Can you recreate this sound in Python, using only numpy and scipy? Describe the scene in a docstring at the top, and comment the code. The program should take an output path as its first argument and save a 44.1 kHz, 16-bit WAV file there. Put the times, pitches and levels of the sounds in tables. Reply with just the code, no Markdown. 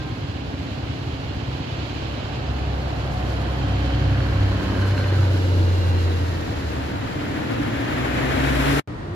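"""Night street, hand-held phone with two microphone ports, house fronts around.
At first faint squeals and a puttering, sinking engine up the street; a diesel city bus nears from the right.
At 5.3 s its engine is abreast, close by, droning, knocking and whining; at 6.4 s the exhaust quietens.
A car follows on the left, accelerating under a swelling tyre roar. At 8.8 s the sound is cut off with a very
short tail; after a brief hush a new scene starts, slow distant traffic.
Vehicles are shaft-locked tones and coloured noise; each part swells and fades as its beams sweep past."""
import sys
import numpy as np
from scipy import signal
from scipy.fft import rfft, irfft, next_fast_len
from scipy.io import wavfile
from scipy.ndimage import map_coordinates

SR = 44100
rng = np.random.default_rng(int(sys.argv[2]) if len(sys.argv) > 2 else 0)


def store_pcm(level_fs):
    """Save levels as 16-bit WAV."""
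    pcm = np.round(np.clip(level_fs, -1, 1) * 32767).astype(np.int16)
    wavfile.write(sys.argv[1], SR, np.atleast_2d(pcm).T)


N = 403515
TIME = np.arange(N) / SR
SIZE = next_fast_len(N + 4096, True)
HZ = np.maximum(np.arange(SIZE // 2 + 1) * SR / SIZE, 1)

# Beams of a part: [faces the microphones t/s, level/dB then, approach width t/s, retreat width t/s].
# Noise colours: [f/Hz, density level/dB, relative: each colour is scaled to unit power].
# Lags are samples by which the left port is late; pans are right minus left in dB.

# Bus crank speed as heard, coasting and then braking: [t/s, crank turns per s]
CRANK = [(0, 35.3), (2.6, 34.4), (3.5, 33.65), (4.4, 33.05), (5, 32.2), (5.5, 30.8), (6.4, 28.4),
         (9.15, 21.5)]
# Exhaust boom: [crank multiple, beams as above]
EXHAUST = [(1.94, [(2.6, -29.5, 0.2, 0.49), (3.25, -30, 0.22, 0.15), (3.92, -24, 0.58, 0.5),
           (4.3, -27.5, 0.22, .45)]), (3, [(4.3, -23, 0.77, 0.4), (5.2, -18.5, 0.39, 0.51),
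           (5.75, -18.5, 0.36, .8)]), (3.88, [(3.45, -32.5, 0.5, .4), (4.2, -26, 0.22, 0.088),
           (5.17, -26.5, 0.096, 0.16), (6.25, -53, .2, 0.27)])]
# Upper engine orders: [crank multiple, faces the microphones t/s, level/dB then, width t/s]
DRONE = [(1.47, 4.4, -39, 1.5), (5.88, 3.65, -40, .4), (5.88, 4.7, -35.5, .35), (5.85, 5.7, -44, .3),
         (7.42, 4.7, -43, .8), (8.27, 4.4, -36, .6), (9, 3.75, -37, .35), (9, 4.72, -36.5, .25),
         (9, 5.6, -43, .5), (10.35, 5.9, -43, .5), (13, 6, -46, .4), (14.75, 5.65, -44, .35),
         (16.33, 3.95, -41, .6), (16.27, 5.95, -42.5, .55), (18.42, 5, -42.5, .17), (20.5, 3.7, -44.5, .6),
         (21.65, 3.1, -44, .4), (22.55, 3.9, -44.5, .25)]
# Gear whine partials: [crank multiple, faces the microphones t/s, level/dB then, width t/s]
WHINE = [(32.5, 4.7, -47.5, .6), (32.5, 6.85, -48, .2), (46.8, 5.15, -46, .45), (48.6, 5.02, -43.5, .24),
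         (53.3, 4.25, -50, .2), (64.3, 5.36, -49, .13), (65.1, 6.25, -51.5, .8), (92, 5.35, -52, .3),
         (93.85, 3.92, -47.5, .3), (93.5, 4.88, -51, .33), (93.4, 5.92, -47.5, .3),
         (93.9, 6.48, -51.5, .22), (114, 5.85, -57, .3), (130.6, 4.4, -54, .27), (130, 5.03, -50.5, .14),
         (130, 5.85, -54.5, .35), (140.3, 5.87, -50.5, .19)]
# Body rumble: beams [t/s, level/dB before a trim, t/s, t/s] and colour [f/Hz, level/dB]
RUMBLE_BEAMS = [(4.4, -26.5, 1.45, 0.98), (5.9, -34, 0.78, 1.1), (7.6, -31.5, 1, 1.5)]
RUMBLE = [(25, -33), (42, -17), (65, -8.5), (110, 1), (150, -4), (195, -11.5), (280, -7), (400, -14),
          (900, -52), (2500, -70)]
# Bus tyre noise: beams [t/s, level/dB before a trim, t/s, t/s] and colour [f/Hz, level/dB]
TYRE_BEAMS = [(3.6, -33.5, 1.94, 1.5), (6.4, -35.5, 1.8, 4.4)]
TYRES = [(100, -18), (300, -6), (500, -0.5), (750, -1), (1100, -6), (2500, -17), (9000, -65)]
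# Front tyres singing forwards from the wedge of tread and road: beams, colour [f/Hz, level/dB]
HORN_BEAMS = [(3.15, -39.5, 0.61, 0.53)]
HORN = [(640, 3), (750, 6.5), (880, -7)]
# Diesel knock: beams [t/s, level/dB, t/s, t/s] and colour [f/Hz, level/dB]
KNOCK_BEAMS = [(5.05, -35.5, 1.46, 0.25), (5.9, -42, 0.55, .5)]
KNOCK = [(300, -5.5), (1000, -6.5), (1600, 2), (2300, -9.5), (4200, -25), (8000, -41), (14000, -58)]
# Growl of the rear engine bay: beams [t/s, level/dB, t/s, t/s] and colour [f/Hz, level/dB]
BAY_BEAMS = [(4.7, -33, 0.16, 0.24), (5.35, -32, 0.52, 1)]
BAY = [(270, -5), (315, 8.5), (420, -0.5), (560, 3.5), (660, -8.5), (780, -25), (950, -2.5), (1150, -19)]
# Fan: beams [t/s, level/dB, t/s, t/s] and colour [f/Hz, level/dB]
FAN_BEAMS = [(2.05, -44.5, 1, 0.58), (3.9, -45, 0.39, 0.19), (4.85, -45, 1, 1.5)]
FAN = [(500, -11), (1500, -5), (2200, 3), (3000, 4.5), (3650, -2.5), (4200, -0.5), (5500, -7.5),
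       (7500, -10), (9000, -37), (14000, -44)]
# High hiss of the bus: beams [t/s, level/dB, t/s, t/s] and colour [f/Hz, level/dB]
HISS_BEAMS = [(3.2, -50.5, 0.25, 0.33), (5.5, -45, 1.32, 1.63)]
HISS = [(1500, -33), (4000, 3.5), (6000, -0.5), (7500, -2), (8600, -16.5), (10500, -5), (12500, -7.5),
        (14300, -19.5)]
# Loose panels rattling: [t/s, level/dB]
RATTLES = [(1.55, -40), (1.824, -36), (3.074, -31), (3.226, -34), (4.178, -31), (4.977, -32), (5.042, -30)]
# Wheels thudding over uneven asphalt: [t/s, level/dB]
THUDS = [(2.143, -30), (4.31, -16), (4.4, -19)]

# Car firing rate, cruising and then on open throttle: [t/s, f/Hz]
CAR_FIRING = [(7.15, 100), (7.5, 115), (8.3, 131.5), (8.8, 141.5)]
# Car engine: beams [t/s, level/dB, t/s, t/s]
CAR_ENGINE_BEAMS = [(7.08, -38.5, 0.14, 0.091), (7.62, -32, 0.27, 0.34), (8.7, -25, 0.53, 1.1)]
# Upper orders of the car engine: [multiple of the firing rate, level/dB against the firing tone]
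CAR_ORDERS = [(1.96, -6.5), (2.94, -10), (4.55, -9)]
# Low sinking boom with the car: [reference t/s, f/Hz then, fall in Hz per s]; beams [t/s, level/dB, t/s, t/s]
BOOM = (8.5, 62.4, 5.2)
BOOM_BEAMS = [(6.66, -30.5, .17, 0.23), (8.1, -33, 0.16, 0.35), (8.55, -26.5, 0.26, 0.4)]
# Car tyre roar: beams [t/s, level/dB, t/s, t/s] and colour [f/Hz, level/dB]
CAR_TYRE_BEAMS = [(8.85, -23.5, 0.97, 1.1)]
CAR_TYRES = [(100, -7.5), (380, -7), (600, -5), (950, -7.5), (1150, -9.5), (1700, -7), (2200, -10.5),
             (3000, -17), (5000, -29), (7500, -29.5), (8600, -42.5), (11000, -31.5), (14300, -42)]
# Hum of the air in the car tyres: beams [t/s, level/dB, t/s, t/s]
HUM_BEAMS = [(7.6, -31, 0.97, 0.37), (8.45, -27, 0.63, 0.94)]

# Engine up the street: [reference t/s, f/Hz then, fall in Hz per s]
FAR_ENGINE = (1.3, 68.4, 2.1)
# Its orders: [multiple, loudest t/s, level/dB then, width t/s]
FAR_ORDERS = [(1, 1.77, -32.5, 0.72), (1.25, 0.19, -37, 0.45), (3.94, 0.99, -39.5, 1)]
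# Its exhaust puffs: [first t/s, puffs per s]; beams [t/s, level/dB on top of the pipe bands, t/s, t/s]
PUFFS = (.003, 16.86)
PUFF_BEAMS = [(1.8, -1.1, 6, 2.15)]
# Bands in which the pipe rings: [low f/Hz, high f/Hz, level/dB before the beams]
PIPE = [(70.6, 133, -32), (246, 325, -41.5)]
# Faint squeals up the street: [t/s, f/Hz, level/dB]
SQUEALS = [(0.084, 1045, -52), (.01, 1580, -47.5), (.23, 1600, -52)]
# Distant queue, dull wash: colour [f/Hz, level/dB]
QUEUE = [(40, -6), (110, 4.5), (200, -6), (330, -8.5), (520, -11.5), (900, -15), (1900, -22.5),
         (2400, -28.5), (7500, -43), (14000, -57)]
# Thin engine whine idling in the queue: [f/Hz, level/dB]
IDLE = [(1852, -53)]
# One car of the queue pulling away: [f/Hz as the new scene starts, climb in Hz per s, level/dB]
PULLING_AWAY = (288, 245, -39)
# Right microphone port, which rings and then closes towards the treble: [f/Hz, level/dB]
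RIGHT_PORT = [(2200, 0), (3400, 4), (4200, 4), (5200, 0), (7200, -10), (8000, -10), (8800, -51),
              (10500, -51), (12200, -31), (14000, -28)]

# What the street carries of each part from any distance; rumble and tyres are trimmed later
FAR_RUMBLE_DB, FAR_TYRES_DB, FAR_KNOCK_DB, FAR_FAN_DB, FAR_HISS_DB = -29.5, -38.5, -47.5, -46, -55.5
FAR_EXHAUST_DB, FAR_CAR_DB = -43.5, -50
# Bus abreast of the microphones, and time to cover its distance from the kerb
ABREAST_S, CROSSING_S = 5.29, 0.95
# Lag and pan abreast, and their swing to either side
BUS_LAG, BUS_LAG_SWING, BUS_PAN_DB, BUS_PAN_SWING_DB = -7, 20.2, 5.5, 3.5
# The driver lifts off and the exhaust quietens
LIFT_S, LIFT_TAKES_S, LIFT_DB = 6.35, 0.18, -10.5
# The firing tone beats with its echo until the beat fades
BEAT_HZ, BEAT_DIP_S, BEAT_DEPTH, BEAT_FADES_S = 2.62, 4.65, 0.38, 5.46
THROB_DEPTH = 0.14  # of the body rumble, once per engine cycle
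CAR_LAG = -24  # samples, a bearing to the left
BASS_STRETCH = 1.27  # bass bends around the phone, which stretches its lag
PORT_SPACING_S, CUTOFF_HZ = 0.00087, 14600
CUT_S, NEW_SCENE_S = 8.798, 8.875


def bus():
    """Engine tones, body, tyres, knock and fan travel past together from right to left."""
    lag, pan_db = bus_bearing()
    crank = angle(along(CRANK))
    out = bus_tones(crank, lag, pan_db) + bus_body(crank, lag, pan_db) + bus_tyres(lag, pan_db)
    return out + bus_knock(crank, lag, pan_db) + bus_fan(lag, pan_db)


def bus_bearing():
    """Lag and pan of a straight drive past the microphones."""
    side = (ABREAST_S - TIME) / np.hypot(ABREAST_S - TIME, CROSSING_S)
    return BUS_LAG + BUS_LAG_SWING * side, BUS_PAN_DB + BUS_PAN_SWING_DB * side


def bus_tones(crank, lag, pan_db):
    """Exhaust boom, drone and gear whine are multiples of one crank; the house fronts return the upper ones."""
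    upper = orders(DRONE, crank, rough=.27, rate=6) + orders(WHINE, crank, rough=.6, rate=21)
    out = placed(exhaust_boom(crank), BASS_STRETCH * lag, 0) + placed(upper, lag, 0.08 * pan_db)
    return out + house_echo(upper, delays_s=(.071, .094), db=-8.0)


def exhaust_boom(crank):
    """Three low crank orders leave the pipe; the middle one, three per turn, is the firing tone."""
    load = from_db(LIFT_DB * eased(LIFT_S, LIFT_TAKES_S))
    depth = BEAT_DEPTH * (1 - eased(BEAT_FADES_S, takes_s=0.57))
    beat = 1 - depth * np.cos(2 * np.pi * BEAT_HZ * (TIME - BEAT_DIP_S))
    low, firing, high = (passing(beams, FAR_EXHAUST_DB) * tone(k * crank, rough=.04, rate=4)
                         for k, beams in EXHAUST)
    return load * (low + beat * firing + high)


def bus_body(crank, lag, pan_db):
    """The body rumbles and throbs every two crank turns, panels rattle, and wheels thud."""
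    throb = 1 + THROB_DEPTH * np.cos(crank / 2)
    rumble = passing(RUMBLE_BEAMS, FAR_RUMBLE_DB) * from_db(-3.0) * throb
    out = rumble * street_noise(RUMBLE, BASS_STRETCH * lag, 0.45, echo=0.69)
    panels = street_noise([(900, 3), (2800, 18), (8000, -47)], lag, pan_db, echo=0.5)
    out += bursts(RATTLES, rise_s=0.00065, decay_s=0.0032) * panels
    asphalt = noise(colour([(40, -7), (80, 15), (300, -27)]))
    return out + bursts(THUDS, rise_s=0.0038, decay_s=0.026) * asphalt


def bus_tyres(lag, pan_db):
    """Tread noise, plus a narrow band sung forwards by the horn-shaped wedge of tread and road."""
    roar = passing(TYRE_BEAMS, FAR_TYRES_DB) * from_db(-1.63)
    out = roar * street_noise(TYRES, lag, 1.09 * pan_db, echo=0.67)
    return out + passing(HORN_BEAMS, far_db=-52.0) * street_noise(HORN, lag, 0.5 * pan_db, echo=0.44)


def bus_knock(crank, lag, pan_db):
    """Each firing pulses the knock and the growl of the rear engine bay."""
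    pulses = firing_pulses(crank, depth=.55, uneven=.2)
    knock = passing(KNOCK_BEAMS, FAR_KNOCK_DB) * from_db(0.2 * drift(5.8)) * pulses
    out = knock * street_noise(KNOCK, lag, 0.34 * pan_db, echo=0.93)
    return out + passing(BAY_BEAMS, far_db=-50.5) * pulses * street_noise(BAY, lag, 0, echo=0.49)


def firing_pulses(crank, depth, uneven):
    """Six cylinders fire in two turns, each with its own strength, varied each time; unit rms."""
    firing = 3 * crank / (2 * np.pi)
    count = firing.astype(int)
    cylinder = rng.standard_normal(6)[count % 6]
    single = rng.standard_normal(count[-1] + 1)[count]
    return rms_one(np.exp(np.sin(np.pi * firing) ** 2 * (depth + uneven * (cylinder + single))))


def bus_fan(lag, pan_db):
    """Fan noise and a higher hiss, both flickering slightly in level."""
    fan = passing(FAN_BEAMS, FAR_FAN_DB) * from_db(0.72 * drift(22))
    hiss = passing(HISS_BEAMS, FAR_HISS_DB) * from_db(1.2 * drift(18))
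    out = fan * street_noise(FAN, lag, 2.63 * pan_db, echo=0.89)
    return out + hiss * street_noise(HISS, lag, 0.31 * pan_db, echo=0.97)


def car():
    """Tyre roar swells on the left while the engine climbs in pitch."""
    arriving = eased(5.8, takes_s=0.23)
    return arriving * (car_tyres() + placed(car_engine(), BASS_STRETCH * CAR_LAG, -1.2))


def car_engine():
    """A firing tone and its upper orders rise with the throttle, over a boom that sinks."""
    firing = angle(along(CAR_FIRING))
    upper = sum(from_db(db) * tone(k * firing, rough=0.75, rate=13) for k, db in CAR_ORDERS)
    effort = passing(CAR_ENGINE_BEAMS, far_db=-41)
    engine = effort * (tone(firing, rough=0.083, rate=11.0) + upper)
    boom_s, boom_hz, sag = BOOM
    boom = tone(angle(boom_hz - sag * (TIME - boom_s)), rough=0.17, rate=8.3)
    return engine + passing(BOOM_BEAMS, far_db=-67) * boom


def car_tyres():
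    """Tread roar, a fine sizzle that carries only at close range, and the tyre air humming near 280 Hz."""
    roar = passing(CAR_TYRE_BEAMS, FAR_CAR_DB) * from_db(1.0 * drift(24))
    out = roar * street_noise(CAR_TYRES, CAR_LAG, -9.5, echo=0.67)
    sizzle = street_noise([(2500, 10.0), (7000, 1), (14000, -2)], CAR_LAG, -10.5, echo=0.31)
    out += from_db(-33.0) * swell(9.1, width_s=0.58) * sizzle
    hum = street_noise([(232, -3.5), (268, 9.0), (310, 6.0), (350, -9.5)], CAR_LAG, -1.2, echo=0.54)
    return out + passing(HUM_BEAMS, far_db=-53) * hum


def far_engine():
    """Up the street to the right, a puttering exhaust and a faint drone of orders sinking in pitch."""
    s, hz, sag = FAR_ENGINE
    drone = orders(FAR_ORDERS, angle(hz - sag * (TIME - s)), rough=0.48, rate=7.2)
    return placed(drone + putter(count=150), 21, 0)


def putter(count):
    """Puffs at a steady 16.86 per second ring the exhaust pipe, uneven in timing and strength."""
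    first_s, per_s = PUFFS
    out = 0
    for low_hz, high_hz, db in PIPE:
        late, strong = rng.standard_normal((count, 2)).T
        puff_s = np.abs(first_s + np.arange(count) / per_s + .0018 * late)
        clicks = np.zeros(N)
        clicks[(puff_s * SR).astype(int)] = from_db(1.6 * strong)
        band = signal.butter(2, [low_hz, high_hz], "band", fs=SR, output="sos")
        rings = signal.sosfilt(band, clicks + 1e-18)
        out = out + from_db(db) * rms_one(rings)
    return passing(PUFF_BEAMS, far_db=-27) * out


def squeals():
    """Brief thin tones, like brakes far off."""
    return sum(from_db(db) * swell(s, width_s=0.097) * tone(2 * np.pi * hz * TIME, rough=0.2, rate=9.8)
               for s, hz, db in SQUEALS)


def queue():
    """Slow traffic farther off: a dull noise wash, one engine idling and one climbing as it pulls away."""
    engines = sum(from_db(db) * tone(2 * np.pi * hz * TIME, rough=0.32, rate=6) for hz, db in IDLE)
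    start_hz, climb, db = PULLING_AWAY
    engines += from_db(db) * tone(angle(start_hz + climb * (TIME - NEW_SCENE_S)), rough=0.33, rate=24)
    return from_db(-30.5) * street_noise(QUEUE, -19, -1.7, echo=0.86) + placed(engines, -16, 0)


def passing(beams, far_db):
    """Gain of a moving part: each beam rises and falls with distance and angle, over a steady far share."""
    power = from_db(far_db) ** 2
    for s, db, approach_s, retreat_s in beams:
        away = (TIME - s) / np.where(TIME < s, approach_s, retreat_s)
        power = power + (from_db(db) / (1 + away ** 2)) ** 2
    return np.sqrt(power)


def orders(rows, turn, rough, rate):
    """Tones locked to one shaft; each swells as its beam sweeps over the microphones."""
    return sum(from_db(db) / (1 + ((TIME - s) / width_s) ** 2) * tone(k * turn, rough, rate)
               for k, s, db, width_s in rows)


def tone(phase, rough, rate):
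    """A sine of unit rms whose height and phase waver as the echo paths change."""
    level = np.sqrt(2 / (1 + 2 * rough ** 2))
    return level * ((1 + rough * drift(rate)) * np.sin(phase) + rough * drift(rate) * np.cos(phase))


def street_noise(spectrum, lag, pan_db, echo):
    """A noise source of unit rms before panning: direct sound plus a power share of street echo."""
    echo, gain = np.clip(echo, 0, 1), colour(spectrum)
    direct = placed(noise(gain), lag, pan_db)
    return np.sqrt(1 - echo) * direct + np.sqrt(echo) * diffuse(gain)


def placed(x, lag, pan_db):
    """Direct sound is split between the ports by arrival time and by level."""
    at = np.arange(N)
    left, right = (map_coordinates(x, [at + sign * lag / 2], order=3) for sign in (-1, 1))
    return np.array([left * from_db(-pan_db / 2), right * from_db(pan_db / 2)])


def diffuse(gain):
    """Noise thrown back by the house fronts: largely alike at both ports only in the bass."""
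    alike = np.sinc(2 * HZ * PORT_SPACING_S)
    mid = noise(gain * np.sqrt((1 + alike) / 2))
    side = noise(gain * np.sqrt((1 - alike) / 2))
    return np.array([mid + side, mid - side])


def house_echo(x, delays_s, db):
    """The house fronts return the gliding tones late, so that they beat with the direct ones."""
    return from_db(db) * np.array([np.interp(TIME - s, TIME, x, left=0) for s in delays_s])


def noise(gain):
    """White noise shaped by a gain per frequency."""
    white = rng.standard_normal((2, len(HZ)))
    return irfft((white[0] + 1j * white[1]) * gain, SIZE)[:N] * np.sqrt(SIZE / 2)


def colour(spectrum):
    """Gain per frequency with unit mean power; the ends of the spectrum fall away steeply."""
    f, db = np.transpose(spectrum)
    ends = (1 + (.8 * f[0] / HZ) ** 8) * (1 + (.8 * HZ / f[-1]) ** 8)
    return rms_one(from_db(np.interp(np.log(HZ), np.log(f), db)) / np.sqrt(ends))


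def bursts(events, rise_s, decay_s):
    """Envelope of blows that rise quickly and die away, each cut after half a second."""
    out = np.zeros(N)
    for s, db in events:
        start = int(s * SR)
        age = TIME[:N - start][:SR // 2]
        out[start:][:len(age)] += from_db(db) * (1 - np.exp(-age / rise_s)) * np.exp(-age / decay_s)
    return out


def drift(rate):
    """Slow chance with spread 1, made at a hundredth of the sample rate; rate in Hz."""
    r = np.exp(-200 * np.pi * rate / SR)
    white = rng.standard_normal(N // 100 + 1002)
    slow = signal.lfilter([1], [1, -2 * r, r * r], white)[1000:]  # drops the filter's start
    return np.interp(np.arange(N) / 100, np.arange(len(slow)), rms_one(slow))


def angle(hz):
    """Angle turned at a changing rate."""
    return 2 * np.pi * np.cumsum(hz) / SR


def along(curve):
    """A control that moves in straight lines between its points."""
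    return np.interp(TIME, *np.transpose(curve))


def swell(s, width_s):
    """A smooth rise and fall around one moment."""
    return np.exp(-((TIME - s) / width_s) ** 2)


def eased(s, takes_s):
    """A smooth step from 0 to 1 around one moment."""
    return .5 + .5 * np.tanh((TIME - s) / takes_s)


def filtered(x, gain_at):
    """Filter by a gain that is a function of frequency."""
    return irfft(rfft(x, SIZE) * gain_at(HZ), SIZE)[..., :N]


def from_db(db):
    """Decibels to gain."""
    return 10 ** (np.asarray(db) / 20)


def rms_one(x):
    """Scale to unit rms."""
    return x / np.sqrt(np.mean(x ** 2) + 1e-20)


def scene():
    """The street is cut off with a very short tail; after a brief hush a new scene starts, the distant queue."""
    after = TIME - CUT_S
    tail = np.where(after < 0, 1, from_db(-6.5) * np.exp(-np.abs(after) / 0.0054))
    street = bus() + car() + far_engine() + squeals()
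    # the queue lies faintly under the street until its own scene starts
    return street * tail + queue() * np.where(TIME > NEW_SCENE_S, 1, from_db(-43))


def record(dry):
    """The right microphone port colours its side; the top is cut at both."""
    f, db = np.transpose(RIGHT_PORT)
    right = filtered(dry[1], lambda hz: from_db(np.interp(np.log(hz), np.log(f), db)))
    return filtered(np.array([dry[0], right]), lambda hz: np.clip((CUTOFF_HZ - hz) / 150, 0, 1))


dry = scene()
out = record(dry)
store_pcm(out)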